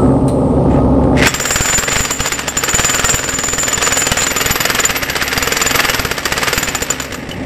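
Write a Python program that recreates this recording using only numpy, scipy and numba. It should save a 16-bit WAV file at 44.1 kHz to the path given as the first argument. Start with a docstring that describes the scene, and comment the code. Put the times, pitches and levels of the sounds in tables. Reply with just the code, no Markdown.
"""A handheld air hammer breaks the concrete head of a pile on a building site.
First a diesel excavator rumbles nearby, its pump moaning; the chisel clinks down and rubble crunches.
Just after 1 s air rushes in, then up to some twenty blows a second follow: each a puff of exhaust,
a crack, flying grit and the ring of the steel chisel. The blows overload the microphone, and its gain
control pushes the engine far down. Later the chisel binds, its ring muffled; near 7 s the piston slows."""
import sys
import numpy as np
from scipy import signal
from scipy.fft import rfft, irfft
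from scipy.io import wavfile
from scipy.ndimage import uniform_filter1d, minimum_filter1d
from numba import njit

SR = 44100
rng = np.random.default_rng(int(sys.argv[2]) if len(sys.argv) > 2 else 0)


def unload_wav(signal):
    """Save mono or channel-first audio to the path in sys.argv[1] as 16-bit WAV at rate SR, clipped to [-1, 1]."""
    wavfile.write(
        sys.argv[1],
        SR,
        np.round(np.clip(np.atleast_2d(signal).T, -1, 1) * 32767).astype(np.int16),
    )


N = 328545
T = np.arange(N) / SR


def undb(db):
    """Decibels to gain."""
    return 10 ** (np.asarray(db) / 20)


def unit(x):
    """Scale to rms 1."""
    return x / np.sqrt(np.mean(x ** 2))


def curve(rows, t, column=1):
    """Automation: one column of a table, joined by straight lines in time."""
    rows = np.array(rows)
    return np.interp(t, rows[:, 0], rows[:, column])


def add(out, start_s, x):
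    """Mix x into out from start_s on."""
    i = max(int(start_s * SR), 0)
    out[i:i + len(x)] += x[:max(N - i, 0)]


def drift(rate_hz):
    """Smooth random modulation: sample and hold, slewed twice; rms 1."""
    hold = int(SR / rate_hz)
    steps = np.repeat(rng.standard_normal(N // hold + 1), hold)
    return unit(uniform_filter1d(uniform_filter1d(steps, hold), hold)[:N])


def equalise(x, points, resonances=()):
    """EQ curve plus resonant peaks, at power gain 1; minimum phase keeps the attacks sharp."""
    size = 4096
    f = np.arange(size // 2 + 1) * SR / size
    hz, db = np.transpose(points)
    peaks_db = sum(lift / (1 + (2 * (f - centre) / width) ** 2) for centre, width, lift in resonances)
    shape_db = np.interp(np.log(f + 1), np.log(hz), db) + peaks_db
    cepstrum = irfft(np.log(undb(shape_db)))
    cepstrum[1:size // 2] *= 2
    cepstrum[size // 2 + 1:] = 0
    response = irfft(np.exp(rfft(cepstrum)))
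    return signal.fftconvolve(x, response / np.linalg.norm(response))[:N]


def noise_band(hz, width_hz):
    """Noise in one steep-sided resonance, rms 1."""
    f = np.arange(N // 2 + 1) * SR / N
    return unit(irfft(rfft(rng.standard_normal(N)) / (1 + (2 * (f - hz) / width_hz) ** 2), N))


def grit(per_second, spread_db):
    """Random ticks of very unequal size, rms 1."""
    ticks = (rng.random(N) < per_second / SR) * rng.standard_normal(N)
    return unit(ticks * undb(spread_db * np.minimum(rng.exponential(size=N), 4)))


def ring(t, hz, db, scatter_db, detune):
    """Modes struck at a slightly new place each time, so their balance and pitches vary; rms 1."""
    size, phase, shift = rng.standard_normal((3, len(hz)))
    gains = undb(db + scatter_db * size)
    modes = np.sin(2 * np.pi * (np.outer(hz * (1 + detune * shift), t) + phase[:, None]))
    return np.sqrt(2) * gains / np.linalg.norm(gains) @ modes


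# drone of the engine and pump, firing tone first: (frequency [Hz], relative level [dB])
ENGINE_TONES = [(67.4, -32.5), (134.8, -33.5), (190.7, -42), (252.6, -33), (269.7, -31.5), (337.1, -44),
                (370.7, -38), (446.4, -42), (555.7, -46), (745.8, -51), (835.5, -52), (1074.4, -50)]
# EQ of the combustion rumble: (frequency [Hz], relative level [dB])
RUMBLE_EQ = [(25, -25), (45, -6), (65, -4.5), (140, 3), (200, -2), (290, 2.5), (340, -8.5), (460, -4),
             (590, -2.5), (700, -13), (860, -7.5), (1030, -23), (1230, -17.5), (1500, -39), (5000, -48),
             (13000, -69)]
# the excavator swells as it works: (time [s], engine gain [dB], hydraulic hiss level [dB])
ENGINE_LOAD = [(0, 1.5, -54), (.25, -2, -66), (.5, -1, -61.5), (.7, 1, -78), (1.2, -0.5, -70),
               (1.6, -7, -70), (7.15, -5.5, -75), (7.45, 0.5, -62)]
def excavator(rumble_db=-24.5, throb=0.2, waver=0.0014, flicker_db=1.5, whine_db=-67):
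    """The bed: tones on one wavering shaft, rumble throbbing with the firings, hydraulic hiss and whine."""
    shaft_time = np.cumsum(1 + waver * drift(6)) / SR
    drone = np.zeros(N)
    for hz, db in ENGINE_TONES:
        level = np.sqrt(2) * undb(db + flicker_db * drift(7))
        drone += level * np.sin(2 * np.pi * (hz * shaft_time + rng.random()))
    firing = 1 + throb * np.sin(2 * np.pi * ENGINE_TONES[0][0] * shaft_time)
    rumble = undb(rumble_db) * equalise(firing * rng.standard_normal(N), RUMBLE_EQ)
    hiss = undb(curve(ENGINE_LOAD, T, column=2)) * noise_band(8330, 1200)
    whine = undb(whine_db) * noise_band(8960, 180)
    return (drone + rumble) * undb(curve(ENGINE_LOAD, T)) + hiss + whine


# glide of the pump's moan: (time [s], pitch [Hz], relative level [dB])
PUMP_MOAN = [(0, 1310, -37.5), (.1, 1263, -49), (.17, 1207, -50), (.3, 1215, -61), (.45, 1220, -68),
             (.55, 1200, -57), (.65, 1215, -63), (.75, 1260, -48), (.95, 1210, -61), (1.2, 1223, -53)]
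def pump(roughness=1.0):
    """The hydraulic pump takes up load with a rough, gliding tone."""
    phase = 2 * np.pi * np.cumsum(curve(PUMP_MOAN, T)) / SR
    tone = np.sin(phase) + roughness * drift(90) * np.cos(phase)
    return np.sqrt(2) * undb(curve(PUMP_MOAN, T, column=2)) * tone


# crunches underfoot and at the tip: (time [s], level [dB], half-width [s])
CRUNCHES = [(0.418, -57, .004), (.71, -52, .012), (0.752, -46.5, 0.046), (1.04, -45, 0.005),
            (2.9, -22, .012), (4.189, -18.5, 0.025)]
# EQ of the rubble: (frequency [Hz], relative level [dB])
RUBBLE_EQ = [(500, -7), (1800, 8), (3000, -2.5), (6000, -18), (7700, -7), (11000, -29)]
def rubble(crumbs_db=-68):
    """Rubble crunches under the boots and the chisel, and loose crumbs tick."""
    envelope = sum(undb(db) * np.exp(-((T - s) / width) ** 2) for s, db, width in CRUNCHES)
    return equalise(envelope * grit(4000, 3) + undb(crumbs_db) * grit(60, 1.5), RUBBLE_EQ)


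# one touch and two bounces: (time [s], level [dB])
SET_DOWN = [(.281, -37.5), (.288, -48), (.295, -56)]
# bright, steely EQ of the clink: (frequency [Hz], relative level [dB])
CLINK_EQ = [(1500, -2), (3500, -6), (4100, 0), (4800, -9), (7000, -12), (9000, 7), (10500, -14),
            (15000, -18)]
def clinks(fall_s=0.0069, ring_s=0.086, ring_db=-16):
    """The chisel is set down, steel on steel: quick ticks with a faint tail."""
    t, envelope = T[:SR // 3], np.zeros(N)
    for s, db in SET_DOWN:
        add(envelope, s, undb(db) * (np.exp(-t / fall_s) + undb(ring_db) * np.exp(-t / ring_s)))
    return equalise(envelope * rng.standard_normal(N), CLINK_EQ)


# the tool touches a reinforcing bar: (time [s], pitch [Hz], level [dB], decay [s])
BAR_TOUCHES = [(.283, 4130, -55, .04), (4.186, 2540, -30, 0.018), (4.19, 3180, -30, .012),
               (4.228, 3070, -27, .016), (4.231, 4100, -22, 0.018), (7.313, 2860, -21, 0.011)]
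def bar_chinks():
    """A touched bar rings briefly in a close pair of modes."""
    t, out = T[:SR // 4], np.zeros(N)
    for s, hz, db, fall_s in BAR_TOUCHES:
        pair = ring(t, np.array([hz, hz]), 0, scatter_db=-5, detune=0.014)
        add(out, s, undb(db) * np.exp(-t / fall_s) * pair)
    return out


# tempo of the piston, set by the trigger: (time [s], pace [strokes/s])
PISTON_PACE = [(1.27, 12.38), (1.38, 17.81), (1.65, 20.94), (1.69, 24.99), (1.87, 17.7), (1.92, 28.56),
               (2.08, 18.34), (2.16, 6.07), (2.22, 18.93), (2.47, 10.02), (2.57, 12.31), (2.65, 18.55),
               (2.92, 20.3), (4.09, 20.68), (4.14, 17.91), (4.18, 20.73), (4.73, 20.78), (4.92, 17.84),
               (4.99, 14.24), (5.16, 15.54), (5.32, 20.53), (5.81, 21.66), (6.0, 19.72), (6.05, 16.53),
               (6.25, 12.81), (6.34, 17.7), (6.54, 21.47), (6.74, 14.95), (7.02, 8.7), (7.3, 4.57)]
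def pace_octaves(t, full_pace_hz=20.5):
    """The piston's pace in doublings from full pace."""
    return np.log2(curve(PISTON_PACE, t) / full_pace_hz)


# the chisel bites as the worker leans on the tool: (time [s], relative crack level [dB])
BITE = [(1.27, -8), (1.34, -15.5), (1.58, -10.5), (1.68, -15.5), (1.92, -17), (2.0, -14), (2.12, -15),
        (2.55, -13.5), (2.78, -10.5), (3.1, -10), (3.19, -17.5), (3.47, -16), (3.8, -12.5), (4.15, -11),
        (4.3, -14), (4.65, -9.5), (5.05, -13.5), (5.8, -11), (6.12, -13.5), (6.47, -9.5), (6.6, -12.5),
        (6.9, -14.5), (7.29, -27)]
# the exhaust grows as the tool is turned: (time [s], puff gain on top of the bite [dB])
PUFF_GAIN = [(1.3, -12), (1.75, -5.5), (2.0, -5.5), (3.2, -9.5), (4.1, -7), (4.45, -6.5), (4.62, -18),
             (4.85, -1.5), (5.3, -5.5), (5.5, -8.5), (5.92, -4), (6.1, -13), (6.45, -7), (7.3, -15)]
# the chisel rings shorter and purer as it sinks into the concrete:
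# (time [s], relative ring level [dB], ring length [s], overtone damping [dB])
CHISEL_SEAT = [(1.28, -16, 0.032, -9), (1.45, -20, 0.09, -3), (1.55, -15.5, 0.042, 0),
               (1.9, -18.5, 0.055, 0), (2.25, -16, 0.036, 3), (2.5, -17, 0.022, -3), (2.72, -12, 0.04, 5),
               (3.08, -13.5, 0.028, 0), (3.22, -19.5, 0.042, 5), (3.85, -12, 0.03, 8.5),
               (4.22, -12.5, 0.036, 3), (4.45, -10.5, 0.015, 9), (5.6, -10.5, .014, 6.5),
               (6.55, -20.5, 0.026, 4), (6.85, -11, 0.0095, 5), (7.2, -13, 0.012, 1)]
# the chisel binds and its ring is muffled: (start [s], end [s], ring gain [dB])
CHISEL_JAMS = [(2.03, 2.08, -8), (2.36, 2.42, -6.5), (3.75, 3.8, -2), (4.09, 4.14, -9), (4.29, 4.34, -19),
               (4.53, 4.603, -17), (4.58, 4.675, -7), (4.675, 4.753, -32), (4.88, 5.41, -20),
               (5.45, 5.5, -10), (5.69, 5.73, -4), (5.73, 6.505, -26), (7.06, 7.37, -23)]
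# accents that land solidly and thump the whole pile: (time [s], relative thump level [dB])
SOLID_HITS = [(1.56, -7), (1.6, -4), (1.785, -8.5), (1.96, -10), (2.005, -6), (2.205, -9), (2.745, -7.5),
              (2.795, -7), (3.04, -6), (3.14, -9), (3.34, -15), (3.775, -13), (3.92, -13), (4.115, -4),
              (4.46, -12), (4.51, -7), (5.375, -10.5), (5.755, -15), (5.9, -10), (5.995, -9), (6.05, -11),
              (6.58, -10)]
def piston_blows(thump_db=-21, solid_db=0.5, puff_db_per_octave=7, crack_scatter_db=1.24,
                 thump_scatter_db=3, puff_scatter_db=3.2, ring_scatter_db=1.8, length_scatter=0.26):
    """One blow a stroke: (time [s], crack [dB], thump [dB], puff [dB], ring [dB], ring length [s])."""
    strokes = np.cumsum(curve(PISTON_PACE, T) * (T >= PISTON_PACE[0][0])) / SR
    times = T[np.searchsorted(strokes, np.arange(strokes[-1]), side="right")]
    chance = rng.standard_normal((len(times), 5)).T
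    bite = curve(BITE, times)
    crack = bite + crack_scatter_db * chance[0]
    thump = thump_db + thump_scatter_db * chance[1]
    for s, db in SOLID_HITS:
        nearest = np.argmin(np.abs(times - s))
        thump[nearest] = db
        crack[nearest] += solid_db
    pace_db = puff_db_per_octave * pace_octaves(times)  # more strokes let out more air
    puff = bite + curve(PUFF_GAIN, times) + pace_db + puff_scatter_db * chance[2]
    muffling = sum(db * ((times > start) & (times < end)) for start, end, db in CHISEL_JAMS)
    ringing = curve(CHISEL_SEAT, times) + muffling + ring_scatter_db * chance[3]
    length = curve(CHISEL_SEAT, times, column=2) * np.exp(length_scatter * chance[4])
    return list(zip(times, crack, thump, puff, ringing, length))


# air rushes in ahead of the first stroke: (time [s], relative level [dB])
VALVE_OPENING = [(1.1, -100), (1.15, -60), (1.175, -33.5), (1.205, -37), (1.225, -28.5), (1.27, -25)]
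def air_leak(chatter_hz=115, chatter_db=4, unevenness=.25, leak_db=-18.5, bite_share=0.59,
             db_per_octave=1.5):
    """Air envelope: the valve chatters as it opens; once the piston runs, the leak follows bite and pace."""
    flap = np.cos(2 * np.pi * np.cumsum(chatter_hz * (1 + unevenness * drift(100))) / SR)
    opening = curve(VALVE_OPENING, T) + chatter_db * flap
    running = leak_db + bite_share * curve(BITE, T) + db_per_octave * pace_octaves(T)
    return undb(np.where(T < PISTON_PACE[0][0], opening, running))


# resonances of the casing and the pile, in puffs and cracks: (frequency [Hz], width [Hz], lift [dB])
BODY_PEAKS = [(471.6, 106, 5.5), (1206, 55, 2.5), (1730, 110, 4.5), (4850, 79, -1), (5700, 550, 3.5),
              (7540, 1100, 6)]
# EQ of the exhaust air: (frequency [Hz], relative level [dB])
PUFF_EQ = [(200, -12), (470, -1), (750, 0), (1020, -1.5), (1300, 1), (1900, 0), (2800, -1), (3900, -7),
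           (5300, -8), (6400, -15.5), (8200, -15.5), (10500, -23.5), (14000, -31)]
# buzz of the exhaust port, riding on the air flow: (time [s], relative level [dB])
PORT_RASP = [(1.15, 5.5), (1.26, 5), (1.35, -1), (3.5, -19), (4.4, -4), (5.2, 3), (6.0, -1.5), (6.8, -6),
             (7.3, 6)]
def exhaust(blows, lead_s=0.0064, width_s=0.0052, puff_db=2.0, scatter_s=0.00063, flutter_db=3.0):
    """The piston uncovers the port just before it strikes; air leaks and flutters, and the port rasps."""
    t, puffs = T[:SR // 15], np.zeros(N)
    middle = t.mean()
    swell = 1 / (1 + ((t - middle) / width_s) ** 2)
    for (s, _, _, db, *_), early in zip(blows, rng.standard_normal(len(blows))):
        add(puffs, s - lead_s - scatter_s * early - middle, undb(db + puff_db) * swell)
    flow = np.hypot(puffs, air_leak()) * undb(flutter_db * np.tanh(drift(300)) + 0.5)
    port = noise_band(2000, 550) + undb(-8) * noise_band(2660, 600)
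    rasp = flow * undb(curve(PORT_RASP, T) - 5.0) * port
    return equalise(flow * grit(14000, 2.4), PUFF_EQ, BODY_PEAKS) + rasp


def thumps(blows, length_s=0.0035, rise_s=0.00078, thump_db=4):
    """The low punch: a blow's pressure wave drives the microphone one way for a few milliseconds."""
    t, out = T[:SR // 30], np.zeros(N)
    pulse = (1 - np.exp(-t / rise_s)) * np.exp(-(t / length_s) ** 4)
    for s, _, db, *_ in blows:
        add(out, s, -undb(db + thump_db) * pulse)
    return out


# the loose tool knocks or bounces: (time [s], relative crack level [dB], relative ring level [dB])
LOOSE_KNOCKS = [(1.779, -14, -25), (2.273, -19.5, -12), (4.234, -18, -9), (5.087, -45, -45),
                (6.244, -41, -37), (6.807, -23, -44), (6.921, -23, -37), (7.021, -23.5, -22),
                (7.046, -25.5, -33), (7.143, -22, -27), (7.313, -28, -42)]
# modes of the casing and the reinforcing bars: (frequency [Hz], relative level [dB])
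CLANK_MODES = [(1230, -1), (1420, 2), (1620, -1), (1880, 1), (2190, -5), (2580, -4), (2900, -0.5),
               (3450, -5), (4790, -4.5), (5700, -5)]
def clanks(blows, clank_db=-10, fall_s=0.025):
    """Every blow or knock shakes the casing and the bars into a short clank."""
    hz, mode_db = np.transpose(CLANK_MODES)
    t, out = T[:SR // 10], np.zeros(N)
    for s, db, *_ in blows + LOOSE_KNOCKS:
        metal = ring(t, hz, mode_db, scatter_db=7.5, detune=0.0241)
        add(out, s, undb(db + clank_db) * np.exp(-t / fall_s) * metal)
    return out


def shards(blows, low_hz=1107, high_hz=3287, shard_db=-1, rise_s=0.0014, fall_s=0.0054, modes=4):
    """Every blow splits off a new piece of concrete, which rings very briefly at pitches of its own."""
    t, out = T[:SR // 20], np.zeros(N)
    envelope = (1 - np.exp(-t / rise_s)) * np.exp(-t / fall_s)
    for s, db, *_ in blows:
        hz = low_hz * (high_hz / low_hz) ** rng.random(modes)
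        add(out, s, undb(db + shard_db) * envelope * ring(t, hz, 0, scatter_db=3.5, detune=0))
    return out


# bright modes of the steel: (frequency [Hz], relative level [dB], share of the seat's damping [0-1])
CHISEL_MODES = [(6963, -5.5, .1), (7046, 0, 0), (7434, -6, 1), (7628, -12, .9), (5450, -22, .7),
                (9888, -23, .8), (10170, -27, .4), (12364, -25, .3), (13166, -26, .5), (13342, -25, .5),
                (13619, -29, .6), (14577, -20, .5)]
def chisel(blows, ring_db=1.0, rise_s=0.0031, bounce_s=0.013, chatter=0.075, choke_db=-7, wobble_db=2):
    """The steel rings while it rebounds; it is choked as it seats again and when the piston next lands."""
    hz, mode_db, grip = np.transpose(CHISEL_MODES)
    bounces = [(s, db, bounce_s) for s, _, db in LOOSE_KNOCKS]
    strikes = sorted([(s, db, length) for s, *_, db, length in blows] + bounces)
    ends = [s for s, _, _ in strikes[1:]] + [T[-1]]
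    t, out = T[:SR // 9], np.zeros(N)
    for (s, db, length), end in zip(strikes, ends):
        envelope = (1 - np.exp(-t / rise_s)) * np.exp(-(t / length) ** 2)
        choke = undb(choke_db * np.clip((s + t - end) / rise_s, 0, 1))
        damped_db = mode_db - grip * curve(CHISEL_SEAT, s, column=3)
        steel = ring(t, hz, damped_db, scatter_db=3.5, detune=0.0018)
        add(out, s, undb(db + ring_db) * envelope * choke * steel)
    # the tip chatters against the concrete and roughens the ring
    return out * (1 + chatter * drift(900)) * undb(wobble_db * (drift(130) - .5))


# the shank rattles with each crack: (time [s], high zing gain [dB], lower ping gain [dB])
SHANK_RATTLE = [(1.3, -23, -14), (4.25, -23.5, -24), (4.33, -12.5, -6), (4.9, -13, -8), (5.5, -17, -3.5),
                (5.8, -16.5, -8), (6.3, -18, -6), (7.3, -17.5, -20)]
# EQ of splitting concrete: (frequency [Hz], relative level [dB])
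CRACK_EQ = [(120, -4), (470, 1), (750, 0), (1020, -0.5), (1300, 2.5), (1850, -0.5), (2800, -1.5),
            (3900, -7), (4900, -5), (6300, -9), (8200, -11.5), (9300, -16), (11000, -19), (14000, -22)]
def cracks(blows, crack_db=2, hold_s=0.004, fall_s=0.0043, tail_db=-12, tail_s=0.028,
           chips_db=-15, chips_s=0.026, ping_s=0.0081):
    """Concrete splits: a hard burst, a tail off the ground, flying chips; the shank pings in its holder."""
    t = T[:SR // 6]
    burst, tail, chips, ping = np.zeros((4, N))
    for s, db, *_ in blows + LOOSE_KNOCKS:
        add(burst, s, undb(db) * np.exp(-np.maximum(t - hold_s, 0) / fall_s))
        add(tail, s, undb(db) * np.exp(-t / tail_s))
        add(chips, s, undb(db) * np.exp(-t / chips_s))
        add(ping, s, undb(db) * np.exp(-t / ping_s))
    concrete = undb(crack_db) * burst * grit(20000, 1.94)
    concrete += undb(tail_db) * tail * rng.standard_normal(N)
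    concrete += undb(chips_db) * chips * grit(1500, 6.9)
    zing = undb(curve(SHANK_RATTLE, T) + 3.0 * drift(35)) * tail * noise_band(12290, 640)
    ping_tone = noise_band(4765, 180) + undb(-14) * noise_band(5730, 260)
    shank = zing + undb(curve(SHANK_RATTLE, T, column=2)) * ping * ping_tone
    return equalise(concrete, CRACK_EQ, BODY_PEAKS) + shank


def scene():
    """The mono mix: the hammer up front, the excavator behind it."""
    blows = piston_blows()
    impacts = cracks(blows) + shards(blows) + thumps(blows)
    tool = exhaust(blows) + chisel(blows) + clanks(blows)
    handling = clinks() + bar_chinks() + rubble()
    return (impacts + tool + handling + excavator() + pump())[None]


@njit
def follow_peaks(x, attack, release):
    """Envelope follower with separate rates for rising and falling."""
    out, level = np.empty(len(x)), 0.
    for i in range(len(x)):
        level += (x[i] - level) * (attack if x[i] > level else release)
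        out[i] = level
    return out


def record(dry, boost_db=12.5, quiet=0.35, loud=0.51, attack_s=.012, hold_s=.42, release_s=.16,
           ceiling=.72, top_hz=15450):
    """Gain control lifts quiet sound and ducks under the blows; peaks soft-clip; the top end is cut."""
    window = int(hold_s * SR) | 1  # odd length
    held = -minimum_filter1d(-np.abs(dry[0]), window, origin=window // 2, mode="constant")
    peak = follow_peaks(held, 1 / (attack_s * SR), 1 / (release_s * SR))
    driven = dry * undb(np.interp(peak, [quiet, loud], [boost_db, 0]))
    clipped = driven / (1 + (driven / ceiling) ** 6) ** (1 / 6)
    lowpass = signal.ellip(8, .1, 60, top_hz, fs=SR, output="sos")
    return signal.sosfiltfilt(lowpass, clipped)


dry = scene()
out = record(dry)
unload_wav(out)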